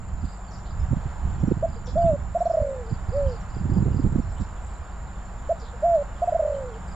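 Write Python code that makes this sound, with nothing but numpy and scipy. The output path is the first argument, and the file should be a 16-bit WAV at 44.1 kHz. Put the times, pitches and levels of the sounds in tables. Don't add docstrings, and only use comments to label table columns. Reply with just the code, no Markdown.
import sys
import numpy as np
from scipy import signal
from scipy.fft import rfft, irfft, next_fast_len
from scipy.io import wavfile
from scipy.ndimage import uniform_filter1d

SR = 44100
rng = np.random.default_rng(int(sys.argv[2]) if len(sys.argv) > 2 else 0)


def transcribe(signal):
    frames = np.atleast_2d(signal).T
    limited = np.clip(frames, -1, 1)
    pcm = np.round(limited * 32767).astype(np.int16)
    wavfile.write(sys.argv[1], SR, pcm)


N = 306476
TIME = np.arange(N) / SR


def gain_of(db):
    return 10 ** (np.asarray(db) / 20)


def evened(x):
    return x / np.sqrt(np.mean(x ** 2) + 1e-20)


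def read(points, hz):
    f, value = np.transpose(points)
    return np.interp(np.log(hz + 1), np.log(f + 1), value)


def add(mix, start_s, sound):
    part = mix[max(round(start_s * SR), 0):][:len(sound)]
    part += sound[:len(part)]


def noise(spectrum):
    size = next_fast_len(N)
    shape = gain_of(read(spectrum, np.fft.rfftfreq(size, 1 / SR)))
    white = rfft(rng.standard_normal(size))
    return evened(irfft(white * shape, size)[:N])


def drift(rate_hz):
    size = next_fast_len(N)
    fade = np.exp(-(np.fft.rfftfreq(size, 1 / SR) / rate_hz) ** 2)
    return evened(irfft(rfft(rng.standard_normal(size)) * fade, size)[:N])


def placed(x, left_db):
    return x * gain_of([[left_db / 2], [-left_db / 2]])


SCATTER_T60_S = .3


def outdoors(x, t60_s, first_s):
    t = np.arange(SR // 2) / SR
    taps = rng.standard_normal((2, len(t))) * (rng.random((2, len(t))) < .05)
    taps *= (t > first_s) * gain_of(-60 * t / t60_s)
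    return signal.oaconvolve(x[None], taps / np.linalg.norm(taps[0]), axes=1)[:, :N]


def ports(pair, lead):
    size = next_fast_len(N)
    turn = np.exp(.5j * read(lead, np.fft.rfftfreq(size, 1 / SR)))
    return irfft(rfft(pair, size) * np.array([turn, turn.conj()]), size)[:, :N]


# [dB rms, before the waver]
HUM_LINES = [(49.8, -40.5), (63.3, -45), (99.8, -57), (183, -52.5), (353, -69)]


def motor(waver_db=1.25, wander_rad=.097):
    hum = np.zeros(N)
    for pitch_hz, level_db in HUM_LINES:
        level = gain_of(level_db + waver_db * drift(2))
        hum += level * np.sin(2 * np.pi * pitch_hz * TIME + wander_rad * drift(2))
    return np.sqrt(2) * hum


# frequency_hz [Hz], density_db [relative dB per Hz]
FIELD_SPECTRUM = [(8, -2.5), (25, 3.5), (70, -1), (130, -6), (200, -13), (320, -15.5), (500, -13),
                  (800, -7), (1400, -12.5), (2400, -26), (3300, -31.3), (4900, -35), (6200, -39.5),
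                  (9000, -39.5), (10500, -56.5), (15000, -71.5)]
# [dB, before the wash trim]
FIELD_COURSE = [(0, -45.5), (.7, -43.5), (1.1, -41), (1.4, -42), (1.8, -44.3), (2.6, -43), (3.2, -41.5),
                (3.8, -42.5), (4.4, -42.5), (5.3, -43), (6.3, -41.5), (6.95, -41.5)]
# frequency_hz [Hz], likeness [correlation], left_over_right_db [dB]
FIELD_WIDTH = [(60, .93, 0), (330, .95, 0), (1000, .92, -2.5), (2300, .76, -2.3), (4600, .6, 0),
               (7200, .7, 2), (9500, .6, 1.5)]


def field(patchy_db=1.3, wash_db=.2):
    frames, hz = N // 512 + 5, np.fft.rfftfreq(2048, 1 / SR)
    a, b, c, d, patches = rng.standard_normal((5, frames, len(hz)))
    patches = uniform_filter1d(uniform_filter1d(patches, size=10, axis=0), size=18, axis=1)
    patches = evened(patches) * (hz > 2500) * (hz < 6500)
    width = np.array(FIELD_WIDTH)
    likeness = np.clip(read(width[:, :2], hz), -1, 1)
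    left_db = read(width[:, ::2], hz)
    left = a + 1j * b
    right = likeness * left + np.sqrt(1 - likeness ** 2) * (c + 1j * d)
    pair = np.array([left * gain_of(left_db / 2), right * gain_of(-left_db / 2)])
    pair = pair * gain_of(read(FIELD_SPECTRUM, hz) + patchy_db * patches)
    wash = signal.istft(pair.transpose(0, 2, 1), nperseg=2048, noverlap=1536)[1][:, :N]
    return gain_of(np.interp(TIME, *np.transpose(FIELD_COURSE)) + wash_db) * evened(wash)


# frequency_hz [Hz], density_db [relative dB per Hz]
CHORUS_SPECTRUM = [(6000, -47), (6650, -21.5), (6900, -6), (7030, -4.5), (7150, -3.5), (7300, 0),
                   (7450, -5.5), (7650, -24.5), (8300, -52)]
# start_s [s], length_s [s]
BUZZ_BOUTS = [(0, 0.12), (0.207, 0.23), (1.987, .18), (2.294, .2), (2.612, 0.22), (4.007, 0.16),
              (4.276, 0.19), (4.578, 0.25), (6.194, .17), (6.49, .18), (6.85, .15)]


def insects(chorus_db=-59.3, buzz_db=-64, buzz_hz=7600, strokes_hz=105):
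    chorus = noise(CHORUS_SPECTRUM) * gain_of(chorus_db + 1.0 * drift(70))
    bouts = np.zeros(N)
    for start_s, length_s in BUZZ_BOUTS:
        add(bouts, start_s, signal.windows.tukey(round(length_s * SR), .6))
    strokes = (1 + np.sin(2 * np.pi * strokes_hz * TIME)) * drift(210)
    buzz = gain_of(buzz_db) * bouts * evened(strokes * np.sin(2 * np.pi * buzz_hz * TIME))
    spread = gain_of(chorus_db - 5.5) * np.array([noise(CHORUS_SPECTRUM), noise(CHORUS_SPECTRUM)])
    return placed(chorus, left_db=2.5) + spread + placed(buzz, left_db=5.5)


CHIP_S, CHIP_FALL = .028, .25


def chip(hz, bend):
    u = np.linspace(0, 1, round(CHIP_S * SR))
    pitch_hz = hz * (1 + CHIP_FALL * bend * (.3 - u ** 2.1))
    return np.sin(np.pi * u ** 1.4) ** 1.4 * np.sin(2 * np.pi * np.cumsum(pitch_hz) / SR)


RASP_ATTACK_S = .003
STUTTER_HZ, STUTTER_SWEEP = 130, .3


def rasp_syllable(start_s, length_s, first_hz, last_hz, roughness, roughening):
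    t = np.arange(start_s, start_s + length_s, 1 / SR)
    sweeps = 1 + STUTTER_SWEEP * roughness * (.5 - (t - start_s) * STUTTER_HZ % 1)
    pitch_hz = np.linspace(first_hz, last_hz, len(t)) * sweeps
    tone = np.sin(2 * np.pi * np.cumsum(pitch_hz) / SR)
    envelope = np.minimum((t - start_s) / RASP_ATTACK_S, 1) * (1 - ((t - start_s) / length_s) ** 2)
    grain = 1 - roughness + roughness * np.interp(t, TIME, roughening)
    return envelope * evened(tone * grain)


# start_s [s], chips [count]
CHIP_RUNS = [(.202, 4), (.658, 2), (1.675, 3), (1.968, 2), (2.85, 3), (3.077, 3), (3.269, 3), (3.495, 3),
             (3.688, 3), (3.915, 3), (6.868, 2)]
CHIP_SPACING_S, RUN_HZ, RUN_DB = .0375, 4760, -55.5
# [dB, before the trim]
BIRD_PEEPS = [(.468, 4550, -54.5), (.569, 5800, -56), (.789, 5200, -56), (1.388, 5700, -58),
              (1.459, 5750, -58), (1.965, 3450, -56), (2.008, 3000, -56), (2.047, 3550, -56),
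              (2.06, 2700, -55), (2.38, 5600, -56), (2.451, 5700, -55), (3.256, 3150, -54),
              (3.309, 4450, -54), (3.4, 5700, -59), (3.912, 2900, -56), (4.213, 5600, -58),
              (4.355, 3050, -57), (4.288, 5300, -58), (4.558, 3400, -57), (6.15, 3300, -56),
              (6.53, 3200, -56), (6.724, 3150, -54)]
# start_s [s], length_s [s], first_hz [Hz], last_hz [Hz],
# level_db [dB, before the trim and envelope], roughness [0-1]
RASP_SYLLABLES = [(.509, .018, 6100, 4200, -53, .4), (.529, .018, 5700, 4300, -51, .35),
                  (.546, .022, 5500, 4000, -51, .35), (.65, .07, 4000, 3500, -60, .9),
                  (1.856, .016, 5500, 6400, -50, .4), (1.864, .03, 5700, 4500, -51, .55),
                  (1.866, .035, 3600, 3300, -53, .35), (1.885, .045, 4500, 3500, -58, .9),
                  (1.885, .05, 5000, 5600, -56, 1), (2.454, .022, 4400, 3200, -55, .6),
                  (2.495, .06, 5350, 5150, -60, .55), (3.285, .07, 4900, 5200, -59, .9),
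                  (4.37, .09, 3200, 4500, -61, .7), (4.4, .07, 5200, 5100, -62, .8),
                  (5.594, .05, 5500, 4000, -58, .7), (5.612, .05, 5100, 3500, -56.5, .65),
                  (5.645, .07, 4200, 3200, -57.5, .7)]


def small_birds(first_chip_db=-3.5, peep_db=-1.5, rasp_db=-1.5, rasp_width_hz=550,
                twitter_db=-67.5, twitter_hz=3700, twitter_spread=.27, ragged_db=2):
    song = np.zeros(N)
    roughening = drift(rasp_width_hz)
    for start_s, count in CHIP_RUNS:
        for k, (pitch, bend) in enumerate(rng.uniform(-1, 1, (round(count), 2))):
            level = gain_of(RUN_DB + first_chip_db * (k == 0))
            whistle = chip(RUN_HZ * (1 + .02 * pitch), 1 + .2 * bend)
            add(song, start_s + k * CHIP_SPACING_S, level * whistle)
    for start_s, pitch_hz, level_db in BIRD_PEEPS:
        add(song, start_s, gain_of(level_db + peep_db) * chip(pitch_hz, .7))
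    for when, pitch, bend, loud in rng.random((140, 4)):
        pitch_hz = twitter_hz * (1 + twitter_spread * (2 * pitch - 1))
        add(song, when * N / SR, gain_of(twitter_db + 4 * loud) * chip(pitch_hz, .5 + bend))
    song *= evened(gain_of(ragged_db * drift(300)))
    for start_s, length_s, first_hz, last_hz, level_db, roughness in RASP_SYLLABLES:
        syllable = rasp_syllable(start_s, length_s, first_hz, last_hz, roughness, roughening)
        add(song, start_s, gain_of(level_db + rasp_db) * syllable)
    return placed(song, left_db=2) + gain_of(-1.5) * outdoors(song, SCATTER_T60_S, first_s=.007)


def eddies(spectrum):
    x = noise(spectrum)
    return x / np.sqrt(uniform_filter1d(x ** 2, size=1500) + 0.055)


BUFFET_SHAPE_HZ, BUFFET_EDGE_SPEED = 150, .65


def buffet(turbulence, length_s, hz):
    swell = signal.windows.tukey(round(length_s * SR), .9)
    speed = hz / BUFFET_SHAPE_HZ * (BUFFET_EDGE_SPEED + (1 - BUFFET_EDGE_SPEED) * swell)
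    eddy = np.interp(rng.uniform(0, N / 2) + np.cumsum(speed), np.arange(N), turbulence)
    return evened(swell * eddy) * np.sqrt(np.mean(swell ** 2))


# frequency_hz [Hz], density_db [relative dB per Hz]
SLOW_SPECTRUM = [(6, -11), (20, 4), (45, -0.5), (75, 3.5), (110, -8), (160, -19), (250, -31), (400, -41),
                 (800, -62), (2000, -84.5)]
FAST_SPECTRUM = [(15, -19.5), (60, -7), (110, 7), (180, -1.5), (250, -12.5), (360, -22.5), (550, -37),
                 (900, -56), (2000, -83), (6000, -120)]
TEARING_SPECTRUM = [(60, -25), (150, -4), (230, 0), (330, -7), (450, -12), (650, -27), (1500, -65),
                    (6000, -120)]
BREEZE_SPECTRUM = [(10, -1), (28, 1.5), (55, -1), (80, -4), (120, -6.5), (190, -6.5), (260, -17),
                   (400, -32), (1000, -63.5)]
BUFFET_SPECTRUM = [(20, -28), (60, -8), (115, 0), (200, -5.5), (280, -13.5), (400, -24), (600, -41),
                   (1500, -85), (6000, -130)]
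# time_s [s], slow_db [dB, before trim and lumps], fast_db [likewise]
WIND_COURSE = [(0, -32, -38), (.25, -27, -42), (.34, -52, -54), (.66, -40, -41), (.82, -24, -37),
               (1.15, -36, -50), (1.26, -25.5, -32), (1.52, -29, -30), (1.75, -32, -34), (2.18, -25.5, -29),
               (2.42, -41, -50), (2.85, -37, -48), (3.22, -27, -34), (3.44, -38, -45), (3.7, -26.5, -24.5),
               (4.12, -26.5, -26), (4.5, -36, -51), (5.1, -40, -57)]
# middle_s [s], length_s [s], pitch_hz [Hz at the height], level_db [dB before placing]
WIND_BUFFETS = [(.15, .06, 85, -32), (.243, .05, 110, -26), (.84, .07, 70, -25.5), (.915, .03, 115, -19),
                (.932, .022, 185, -18), (.975, .024, 145, -23), (1.063, .026, 120, -23),
                (1.245, .045, 90, -25), (1.439, .028, 180, -17.5), (1.483, .026, 225, -19.5),
                (1.518, .024, 230, -16.5), (1.575, .016, 150, -23), (2.055, .05, 135, -22),
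                (2.135, .05, 130, -26), (2.619, .036, 95, -23), (2.925, .045, 140, -22),
                (3.095, .045, 110, -25), (3.275, .05, 90, -22), (3.568, .018, 200, -26),
                (3.614, .02, 130, -25), (3.66, .03, 115, -22), (3.697, .022, 165, -23),
                (3.719, .03, 155, -18), (3.772, .03, 165, -17), (3.789, .02, 195, -19),
                (3.808, .024, 165, -20), (3.827, .024, 170, -19), (3.863, .022, 170, -18),
                (3.882, .022, 205, -23), (3.92, .028, 125, -20), (3.944, .02, 175, -24),
                (3.972, .022, 145, -22), (3.997, .028, 155, -20), (4.05, .024, 150, -19),
                (4.069, .028, 140, -19), (4.129, .016, 190, -26), (4.16, .024, 190, -19),
                (4.193, .034, 180, -20), (4.413, .05, 125, -23)]


def wind(slow_db=-2, fast_db=-4.5, buffet_db=0, breeze_db=-43.5, tearing_db=-10.5,
         lumps_db=2, lumps_hz=13):
    time_s, *columns = np.transpose(WIND_COURSE)
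    lumps = lumps_db * drift(lumps_hz)
    slow, fast = (gain_of(np.interp(TIME, time_s, column) + lumps) for column in columns)
    buffets, turbulence = np.zeros(N), noise(BUFFET_SPECTRUM)
    for middle_s, length_s, pitch_hz, level_db in WIND_BUFFETS:
        thump = gain_of(level_db + buffet_db) * buffet(turbulence, length_s, pitch_hz)
        add(buffets, middle_s - length_s / 2, thump)
    rumble = placed(gain_of(slow_db) * slow * eddies(SLOW_SPECTRUM), left_db=-4.3)
    flutter = placed(gain_of(fast_db) * fast * eddies(FAST_SPECTRUM) + buffets, left_db=-7.5)
    tearing = gain_of(tearing_db) * fast ** 2 / fast.max() * noise(TEARING_SPECTRUM)
    unshared = gain_of(-12.5) * slow * np.array([noise(SLOW_SPECTRUM), noise(SLOW_SPECTRUM)])
    breeze = gain_of(breeze_db + 2 * drift(8)) * noise(BREEZE_SPECTRUM)
    return rumble + flutter + placed(tearing, left_db=-8) + unshared + breeze


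# multiple [of the fundamental], level_db [dB]
DOVE_PARTIALS = [(1, -0.5), (2, -42), (3, -52.5)]


def syrinx(hz):
    phase = 2 * np.pi * np.cumsum(hz) / SR
    return sum(gain_of(level_db) * np.sin(multiple * phase) for multiple, level_db in DOVE_PARTIALS)


def soft_gate(t, length_s):
    outside_s = abs(t - length_s / 2) - length_s / 2 + .004
    return 1 / (1 + np.exp(np.minimum(outside_s / .0011, 50)))


FULL_PIP_S = .04


def pip(start_s, length_s, hz, level_db, sag=.21):
    t = np.arange(-.005, length_s + .005, 1 / SR)
    arch = np.clip(2 * (t / length_s - .57), -1.05, 1.05) ** 2
    dip = sag * (length_s / FULL_PIP_S) ** 1.4 * arch
    gain = gain_of(level_db + .5 - 13 * dip) * soft_gate(t, length_s)
    return start_s + t[0], hz * (1 - dip), gain


GRACE_S, GRACE_SINK_HZ_PER_S, GRACE_FADE_DB_PER_S = .035, 600, 260


def grace_note(start_s, hz, level_db):
    t = np.arange(0, GRACE_S, 1 / SR)
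    gain = gain_of(level_db - GRACE_FADE_DB_PER_S * t) * signal.windows.tukey(len(t), .7)
    return start_s, hz - GRACE_SINK_HZ_PER_S * t, gain


SCOOP_S, DROP_S, SHELF_HZ, SHELF_DB = .026, .009, 572, -8.3


def coo(start_s, length_s, attack_s, hold_s, hz, level_db, sink_hz=32):
    t = np.arange(0, length_s, 1 / SR)
    rise = np.clip((t - attack_s / 2) / SCOOP_S, 0, 1)
    held = 1 / (1 + np.exp((t - hold_s) / DROP_S))
    slack = 1 - rise * held
    top_hz = hz - sink_hz * (t / hold_s) ** 3
    gate = np.minimum(t / attack_s, 1) * soft_gate(t, length_s)
    return start_s, top_hz + (SHELF_HZ - top_hz) * slack, gain_of(level_db + SHELF_DB * slack ** 2) * gate


QUICKEN, FASTEST_S = .96, .016
MERGE_FROM_S, MERGE_S, MERGED_SHARE = .05, .13, .7
# [dB, before the roll's level and roughness]
TRILL_COURSE = [(0, 608, -17.3), (.07, 563, -21.3), (.13, 540, -26), (.21, 490, -33.5), (.265, 440, -41),
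                (.3, 458, -38.5), (.33, 440, -42)]


def roll(start_s, length_s, first_s, level_db, sag=.03, rough_db=1.1, jitter=.012, count=30):
    t = np.arange(0, length_s, 1 / SR)
    spacings_s = np.maximum(first_s * QUICKEN ** np.arange(count), FASTEST_S)
    onsets = np.append(0, np.cumsum(spacings_s))
    puff = np.sin(np.pi * np.interp(t, onsets, np.arange(count + 1))) ** 2
    merged = np.clip((t - MERGE_FROM_S) / MERGE_S, 0, 1)
    when, *columns = np.transpose(TRILL_COURSE)
    hz, course_db = (np.interp(t, when, column) for column in columns)
    hz = hz * (1 + sag * (puff - .7) + jitter * merged * drift(90)[:len(t)])
    gate = 1 - (1 - MERGED_SHARE * merged) * (1 - puff) ** 1.5
    level = gain_of(level_db + course_db + rough_db * merged * drift(70)[:len(t)])
    return start_s, hz, level * gate * signal.windows.tukey(len(t), .04)


CLOSING_RISE_S, CLOSING_RANGE_DB, CLOSING_HZ_PER_DB = .06, 21.5, 6.8


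def closing_coo(start_s, length_s, hz, level_db, curve=1.95):
    t = np.arange(0, length_s, 1 / SR)
    slack = np.interp(t, [0, CLOSING_RISE_S, length_s], [1, 0, 1])
    down_db = CLOSING_RANGE_DB * slack ** curve
    return start_s, hz - CLOSING_HZ_PER_DB * down_db, gain_of(level_db - down_db) * soft_gate(t, length_s)


# [dB, before the pip's own trim]
DOVE_PIPS = [(1.623, .04, 675, -17.5), (2.346, .033, 700, -16.6), (2.402, .03, 705, -16.8),
             (2.452, .029, 688, -16.3), (2.495, .026, 675, -16.4), (2.534, .027, 655, -16.4),
             (2.567, .027, 640, -15.4), (5.489, .043, 686, -17), (6.216, .034, 710, -17),
             (6.271, .03, 712, -16.4), (6.319, .019, 632, -16.4), (6.343, .028, 680, -15.7),
             (6.39, .026, 650, -15.6), (6.42, .024, 606, -18.3), (6.445, .025, 610, -17.3)]
# start_s [s], pitch_hz [Hz at the start], level_db [dB at the start]
DOVE_GRACE_NOTES = [(1.757, 475, -35.5), (1.87, 505, -32), (5.618, 465, -36), (5.729, 495, -35.5)]
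# start_s [s], length_s [s], attack_s [s], hold_s [s until the pitch drops],
# top_hz [Hz, before the sag], level_db [dB]
DOVE_COOS = [(1.951, .215, .008, .161, 685, -15.3), (5.818, .213, .016, .151, 689, -14.3)]
# start_s [s], length_s [s], first_spacing_s [s],
# level_db [dB added to the trill's course]
DOVE_ROLLS = [(2.5965, .33, .023, .5), (6.471, .315, .0235, -.5)]
# start_s [s], length_s [s], top_hz [Hz], level_db [dB]
DOVE_CLOSING_COO = (3.115, .25, 573, -19.4)


def dove(waver=.003, flutter_db=.48):
    voice, pitch_waver = np.zeros(N), 1 + waver * drift(88)
    kinds = [(pip, DOVE_PIPS), (grace_note, DOVE_GRACE_NOTES), (coo, DOVE_COOS),
             (roll, DOVE_ROLLS), (closing_coo, [DOVE_CLOSING_COO])]
    for note, rows in kinds:
        for row in rows:
            start_s, hz, gain = note(*row)
            waver_now = np.interp(start_s + np.arange(len(hz)) / SR, TIME, pitch_waver)
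            add(voice, start_s, gain * syrinx(hz * waver_now))
    voice *= gain_of(flutter_db * drift(100))
    echo = gain_of(-22) * np.interp(TIME - .024, TIME, voice)
    scatter = gain_of(-20.5) * outdoors(voice, SCATTER_T60_S, first_s=.0099)
    return placed(voice + echo, left_db=-1.7) + scatter


# frequency_hz [Hz], lead_rad [radians]
FIELD_PORT_LEAD = [(200, 0), (1000, -.45), (2300, -.8), (3500, -.7), (4500, 0), (5100, .8), (5700, 0)]
WIND_PORT_LEAD = [(25, 0), (60, .15), (160, .5), (340, .9), (780, -.3)]


def scene():
    countryside = motor() + ports(field(), FIELD_PORT_LEAD) + insects() + small_birds()
    return countryside + ports(wind(), WIND_PORT_LEAD) + dove()


EDGE_HZ = 14000


def record(dry):
    low_pass = signal.firwin(511, EDGE_HZ, window=("kaiser", 9), fs=SR)
    return signal.oaconvolve(dry, low_pass[None], "same")


dry = scene()
out = record(dry)
transcribe(out)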